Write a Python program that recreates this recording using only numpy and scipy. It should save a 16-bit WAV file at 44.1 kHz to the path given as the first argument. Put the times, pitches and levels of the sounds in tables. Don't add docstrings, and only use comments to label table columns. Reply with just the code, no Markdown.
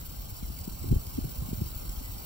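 import sys
import numpy as np
from scipy import signal
from scipy.fft import rfft, irfft
from scipy.io import wavfile
from scipy.ndimage import uniform_filter1d

SR = 44100
rng = np.random.default_rng(int(sys.argv[2]) if len(sys.argv) > 2 else 0)


def inscribe(sig):
    pcm = np.round(np.clip(np.atleast_2d(sig).T, -1, 1) * 32767)
    wavfile.write(sys.argv[1], SR, pcm.astype(np.int16))


N = 99225
T = np.arange(N) / SR
HZ = np.fft.rfftfreq(N, 1 / SR)
HALF = np.array([[.5], [-.5]])

# f/Hz, level/dB per Hz
SPRAY_COLOUR = [(500, -82), (900, -84), (1500, -90), (2500, -93.5), (3100, -91), (4100, -89.5),
                (4700, -88.5), (5500, -87), (6100, -92.5), (6900, -92), (7300, -91), (8000, -85),
                (8700, -93.5), (9600, -91), (10600, -88.5), (11300, -89.5), (11900, -94), (12700, -82.4),
                (13600, -81), (14200, -87.5), (14600, -84), (15000, -78.5), (15400, -78.5), (15700, -80.5)]
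# f/Hz, lead/rad
SPRAY_LEAD = [(0, 0), (600, 3.5), (800, 4.6), (1200, 5), (1500, 4.6), (1800, 3.14), (2300, 1.2),
              (2450, -.7), (3100, -.2), (3300, -3), (3700, -2.9), (3900, -.4), (4400, .2), (5000, 2.9),
              (5300, 1), (5950, .1), (6150, -2.3), (6750, -3.14), (6950, -5.3), (7600, -6.3), (8350, -9.3),
              (9000, -9.6), (9200, -13), (9800, -12.4), (10550, -9.4), (11100, -8.6), (11400, -6.6),
              (11900, -6), (12700, -3.14), (13600, -.3), (13900, .3), (14600, 3.14), (15300, 6),
              (15700, 6.28)]
# f/Hz, share/0-1
SPRAY_SHARED = [(500, 0.39), (1000, 0.06), (1800, 0.98), (2400, 0.74), (2900, 0.62), (3550, 0.89),
                (4700, 0.9), (5700, 0.92), (6200, 0), (6500, 1), (6800, .99), (7200, 0.98), (8300, 0.71),
                (8700, 1), (9200, 0.75), (10200, 0.95), (11600, 0.4), (12000, 0.8), (12700, 1),
                (14200, 0.45), (14600, 0.9), (15100, 0.74), (15600, 0.24)]
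# f/Hz, level/dB
SPRAY_BALANCE = [(500, 1), (2400, 0.5), (3400, 7), (4100, -7.5), (4900, 2.5), (5600, -1.5), (6300, 6.5),
                 (6700, -11), (7200, -1), (7700, -0.5), (8100, 4), (8700, -1), (10500, -2.5), (11500, -2.5),
                 (13000, -2.5), (13800, 0), (14600, 2), (15000, -6), (15600, 6)]
# t/s, level/dB
SPRAY_FLOW = [(0, -1.5), (.4, -1.5), (1.4, -0.33), (2.25, 0)]
# start f/Hz, depth factor on sputter and spits
SPUTTER_BANDS = [(1800, 0.48), (4000, 0.67), (8000, 0.62), (12000, 0.54)]
# start t/s, peak level/dB ahead of the depth factor
SPITS = [(0.3651, -36), (0.5877, -35), (0.613, -37.5), (0.6494, -35), (0.6779, -38), (0.695, -36.5),
         (0.8879, -36), (0.9168, -34), (0.9383, -45), (1.067, -33), (1.148, -36.5), (1.17, -38),
         (1.291, -37), (1.8926, -34), (1.9839, -45), (2.136, -37)]
# f/Hz, level/dB per Hz
WIND_COLOUR = [(12, -52), (20, -3.5), (43, 1), (70, -1), (129, -6), (335, -18), (600, -46), (780, -63),
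               (1320, -120)]
# t/s, level/dB
GUSTS = [(0.0, -43.5), (0.22, -42), (0.36, -40.5), (0.79, -42), (0.91, -29.5), (1.05, -44), (1.16, -37.5),
         (1.4, -39.5), (1.52, -40.5), (1.68, -40), (2.25, -44.5)]
# middle t/s, level/dB, f/Hz, length/cycles, left minus right level/dB
EDDY_SWINGS = [(0.214, -32.5, 46, 3, -2), (0.327, -32.5, 86, 1.2, 2), (.432, -33.5, 176, 1.74, 1),
               (0.45, -28, 48.5, 1.7, 2), (0.505, -32.5, 190, 1.36, 1), (.515, -33.5, 52, 2.6, 4),
               (0.702, -39, 53.6, 0.64, 7), (0.741, -33, 60.4, 0.73, 1), (0.82, -27.5, 55.7, 0.51, -6),
               (0.887, -33.5, 97, 2.5, -1), (1, -26, 44.7, 0.31, -1), (1.19, -31, 94, 1.4, 4),
               (1.236, -29, 46, 1.15, 5), (1.491, -30.5, 202, 1.65, 0), (1.553, -31.5, 49.5, 1.1, -7),
               (0.614, -31, 72.5, 0.9, 1), (0.681, -29, 184, 1.97, 3.5), (0.844, -33, 350, 1.9, -8.5),
               (0.855, -44, 152, 1.7, 3), (.94, -37, 390, 3, -7), (0.96, -28.5, 375, 1.9, -2.5),
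               (1.465, -40, 90, 1.1, -7), (1.515, -34.5, 130, 1.8, -7), (1.586, -31, 99, 2.2, -4),
               (.428, -42, 289, 1.3, 3), (0.502, -40.5, 300, 1.5, -6), (.678, -37.5, 330, 1.6, 3.5),
               (1.53, -39, 330, 1.4, 4), (1.897, -43, 300, 3.3, 1), (2.015, -40.5, 253, 2.5, -2),
               (1.244, -34.5, 300, 2, -5), (1.6172, -25.5, 185, 1.6, -1), (0.9187, -12.5, 103, 1.2, -1),
               (0.927, -18, 206, 1.5, 1), (0.9363, -15, 55, .75, 4.5), (.969, -15.5, 69, 0.97, 0.5),
               (1.078, -32, 78.5, 2.35, 1), (1.186, -18, 252.4, 2.6, -2), (1.253, -28.5, 137, 2.4, -2),
               (1.394, -30.5, 67.5, 4.1, -5), (1.426, -30, 127, 1.8, 1), (1.533, -17, 177, 0.85, 1),
               (1.624, -21.5, 92, 1.5, 1), (1.668, -34, 68, 2.3, 0), (1.766, -29, 60, 0.75, 4),
               (1.899, -29, 46.3, 2.7, -3), (1.984, -28.5, 52.4, 1.65, 5), (2.1, -30, 85, 1.3, 4),
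               (2.179, -35.5, 43.6, 1.4, 0)]
# start t/s, length t/s, first f/Hz, last f/Hz, level/dB, left lead/rad
WHISTLES = [(0.415, 0.043, 2450, 1990, -62.5, 0.5), (0.564, 0.039, 2400, 2000, -61, 1.5),
            (2.013, 0.099, 2000, 1990, -56.5, 3), (2.133, 0.051, 1995, 2010, -63, 2.5)]

SPUTTER_DB, SPUTTER_PER_S, OWN_SPUTTER_DB, OWN_SPUTTER_PER_S = 1.9, 110, 1.0, 130
SURGE_DB, SURGE_PER_S = [0.43, 0.87, 0.9, 1.6], 75
SPIT_S, SPIT_STEADY_DB = .005, -42
PATCH_DB, PATCH_HZ, PATCH_S = 2.5, 70, .06
SWAY_S, SWAY_PER_S = 3e-6, 5.3
WIND_FLICKER_DB, WIND_FLICKER_PER_S = 1.5, 24
WIND_LAG_S, WIND_SHARED = .0009, 0.76
EDDY_FALL = 0.2
EDDY_ROUGH, EDDY_OWN = 0.28, 0.53
EDDY_SAMPLES = 8192
WHISTLE_WAVER_DB, WHISTLE_WAVER_PER_S = 1.5, 100
WASH_AT_S, WASH_S, WASH_HZ, WASH_WIDTH_HZ = 1.9, 0.25, 1270, 260
WASH_DB, WASH_FLICKER_DB, WASH_FLICKER_PER_S = -65, 2.5, 24.93
TOP_HZ = 15760


def undb(db):
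    return 10 ** (np.asarray(db) / 20)


def over(table, x):
    return np.interp(x, *np.array(table, float).T)


def walk(rate):
    k = int(SR / rate) + 1
    steps = np.repeat(rng.standard_normal(N // k + 1), k)[:N]
    w = uniform_filter1d(steps, k)
    return w / w.std()


def flutter(rate):
    w = walk(rate)
    return w - uniform_filter1d(w, int(5 * SR / rate) + 1)


def ports(common, gain, lead, shared, own):
    shared = np.clip(shared, 0, 1)
    turn = np.exp(1j * lead * HALF)
    together = np.sqrt(shared) * rfft(common) * turn
    alone = np.sqrt(1 - shared) * rfft(own)
    return irfft(gain * (together + alone), N)


def sputtering_jet():
    shared_db = SPUTTER_DB * flutter(SPUTTER_PER_S)
    for t, peak_db in SPITS:
        spit = (T > t) & (T < t + SPIT_S)
        shared_db = np.where(spit, max(peak_db - SPIT_STEADY_DB, 0), shared_db)
    edges = [hz for hz, _ in SPUTTER_BANDS] + [SR]
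    noise = irfft(rfft(rng.standard_normal((3, N))) * (HZ < edges[0]), N)
    surge = flutter(SURGE_PER_S)
    for (low_hz, depth), high_hz, surge_db in zip(SPUTTER_BANDS, edges[1:], SURGE_DB):
        sputter_db = depth * (shared_db + OWN_SPUTTER_DB * flutter(OWN_SPUTTER_PER_S))
        sputter = undb(sputter_db + surge_db * surge)
        jet = rng.standard_normal((3, N)) * sputter / np.sqrt(np.mean(sputter ** 2))
        noise = noise + irfft(rfft(jet) * (HZ >= low_hz) * (HZ < high_hz), N)
    return noise


def patchy(x):
    f, t, z = signal.stft(x, SR, nperseg=1024)
    field = rng.standard_normal(z.shape[1:])
    field = uniform_filter1d(field, int(PATCH_HZ / f[1]) + 1, axis=0)
    field = uniform_filter1d(field, int(PATCH_S / t[1]) + 1, axis=1)
    gain = undb(PATCH_DB * field / field.std())
    gain = gain / np.sqrt(np.mean(gain ** 2))
    return signal.istft(z * gain, SR, nperseg=1024)[1][:, :N]


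def spray():
    noise = sputtering_jet()
    gain = undb(over(SPRAY_COLOUR, HZ)) * np.sqrt(SR / 2)
    gain = gain * np.clip(HZ / 400, 0, 1) ** 2
    gain = gain * undb(HALF * over(SPRAY_BALANCE, HZ))
    hiss = ports(noise[0], gain, over(SPRAY_LEAD, HZ), over(SPRAY_SHARED, HZ), noise[1:])
    hiss = patchy(hiss)
    slope = irfft(2j * np.pi * HZ * rfft(hiss), N)
    swayed = hiss + HALF * SWAY_S * walk(SWAY_PER_S) * slope
    return undb(over(SPRAY_FLOW, T)) * swayed


def wind():
    noise = rng.standard_normal((3, N)) * undb(WIND_FLICKER_DB * walk(WIND_FLICKER_PER_S))
    rows = [(np.log(hz), db) for hz, db in WIND_COLOUR]
    gain = undb(over(rows, np.log(HZ + 1)))
    gain = gain * (HZ > WIND_COLOUR[0][0]) / (1 + (HZ / 650) ** 8)
    rumble = ports(noise[0], gain, 2 * np.pi * HZ * WIND_LAG_S, WIND_SHARED, noise[1:])
    return rumble / rumble.std() * undb(over(GUSTS, T))


def eddies():
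    out = np.zeros((2, N))
    noise = rng.standard_normal((len(EDDY_SWINGS), 3, EDDY_SAMPLES))
    offset = np.arange(EDDY_SAMPLES) - EDDY_SAMPLES // 2
    f = np.fft.rfftfreq(EDDY_SAMPLES, 1 / SR)
    lead_s = HALF * WIND_LAG_S
    port_t = offset / SR + lead_s
    for (at, db, hz, cycles, pan_db), chance in zip(EDDY_SWINGS, noise):
        both = rfft(chance[2]) * np.exp(2j * np.pi * f * lead_s) + EDDY_OWN * rfft(chance[:2])
        band = np.exp(-(np.log((f + 1) / hz / 1.29) / 0.79) ** 2) / (1 + (f / 520) ** 8)
        rough = irfft(both * band)
        place_in_swing = port_t * hz / cycles
        bend = 1 - EDDY_FALL * np.tanh(place_in_swing)
        swing = -np.sin(2 * np.pi * hz * port_t * bend) + EDDY_ROUGH * rough / rough.std()
        bell = np.exp(-(2 * place_in_swing) ** 2)
        push = swing * bell * undb(db + HALF * pan_db)
        place = int(at * SR) + offset
        inside = place < N
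        out[:, place[inside]] += push[:, inside]
    return out


def bird():
    out = 0
    for start, length, first_hz, last_hz, db, lead in WHISTLES:
        u = np.clip((T - start) / length, 0, 1)
        phase = 2 * np.pi * np.cumsum(first_hz + (last_hz - first_hz) * u) / SR
        level = undb(db + WHISTLE_WAVER_DB * walk(WHISTLE_WAVER_PER_S))
        bell = np.sqrt(2 * np.sin(np.pi * u))
        out = out + level * bell * np.sin(phase + lead * HALF)
    return out


def wash():
    shape = np.exp(-((HZ - WASH_HZ) / WASH_WIDTH_HZ) ** 2)
    band = irfft(rfft(rng.standard_normal(N)) * shape, N)
    level = undb(WASH_DB + WASH_FLICKER_DB * walk(WASH_FLICKER_PER_S))
    swell = np.exp(-((T - WASH_AT_S) / WASH_S) ** 2)
    return band / band.std() * level * swell


def scene():
    return spray() + wind() + eddies() + bird() + wash()


def record(dry):
    low_pass = signal.ellip(14, .2, 70, TOP_HZ, fs=SR, output="sos")
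    return signal.sosfilt(low_pass, dry)


dry = scene()
out = record(dry)
inscribe(out)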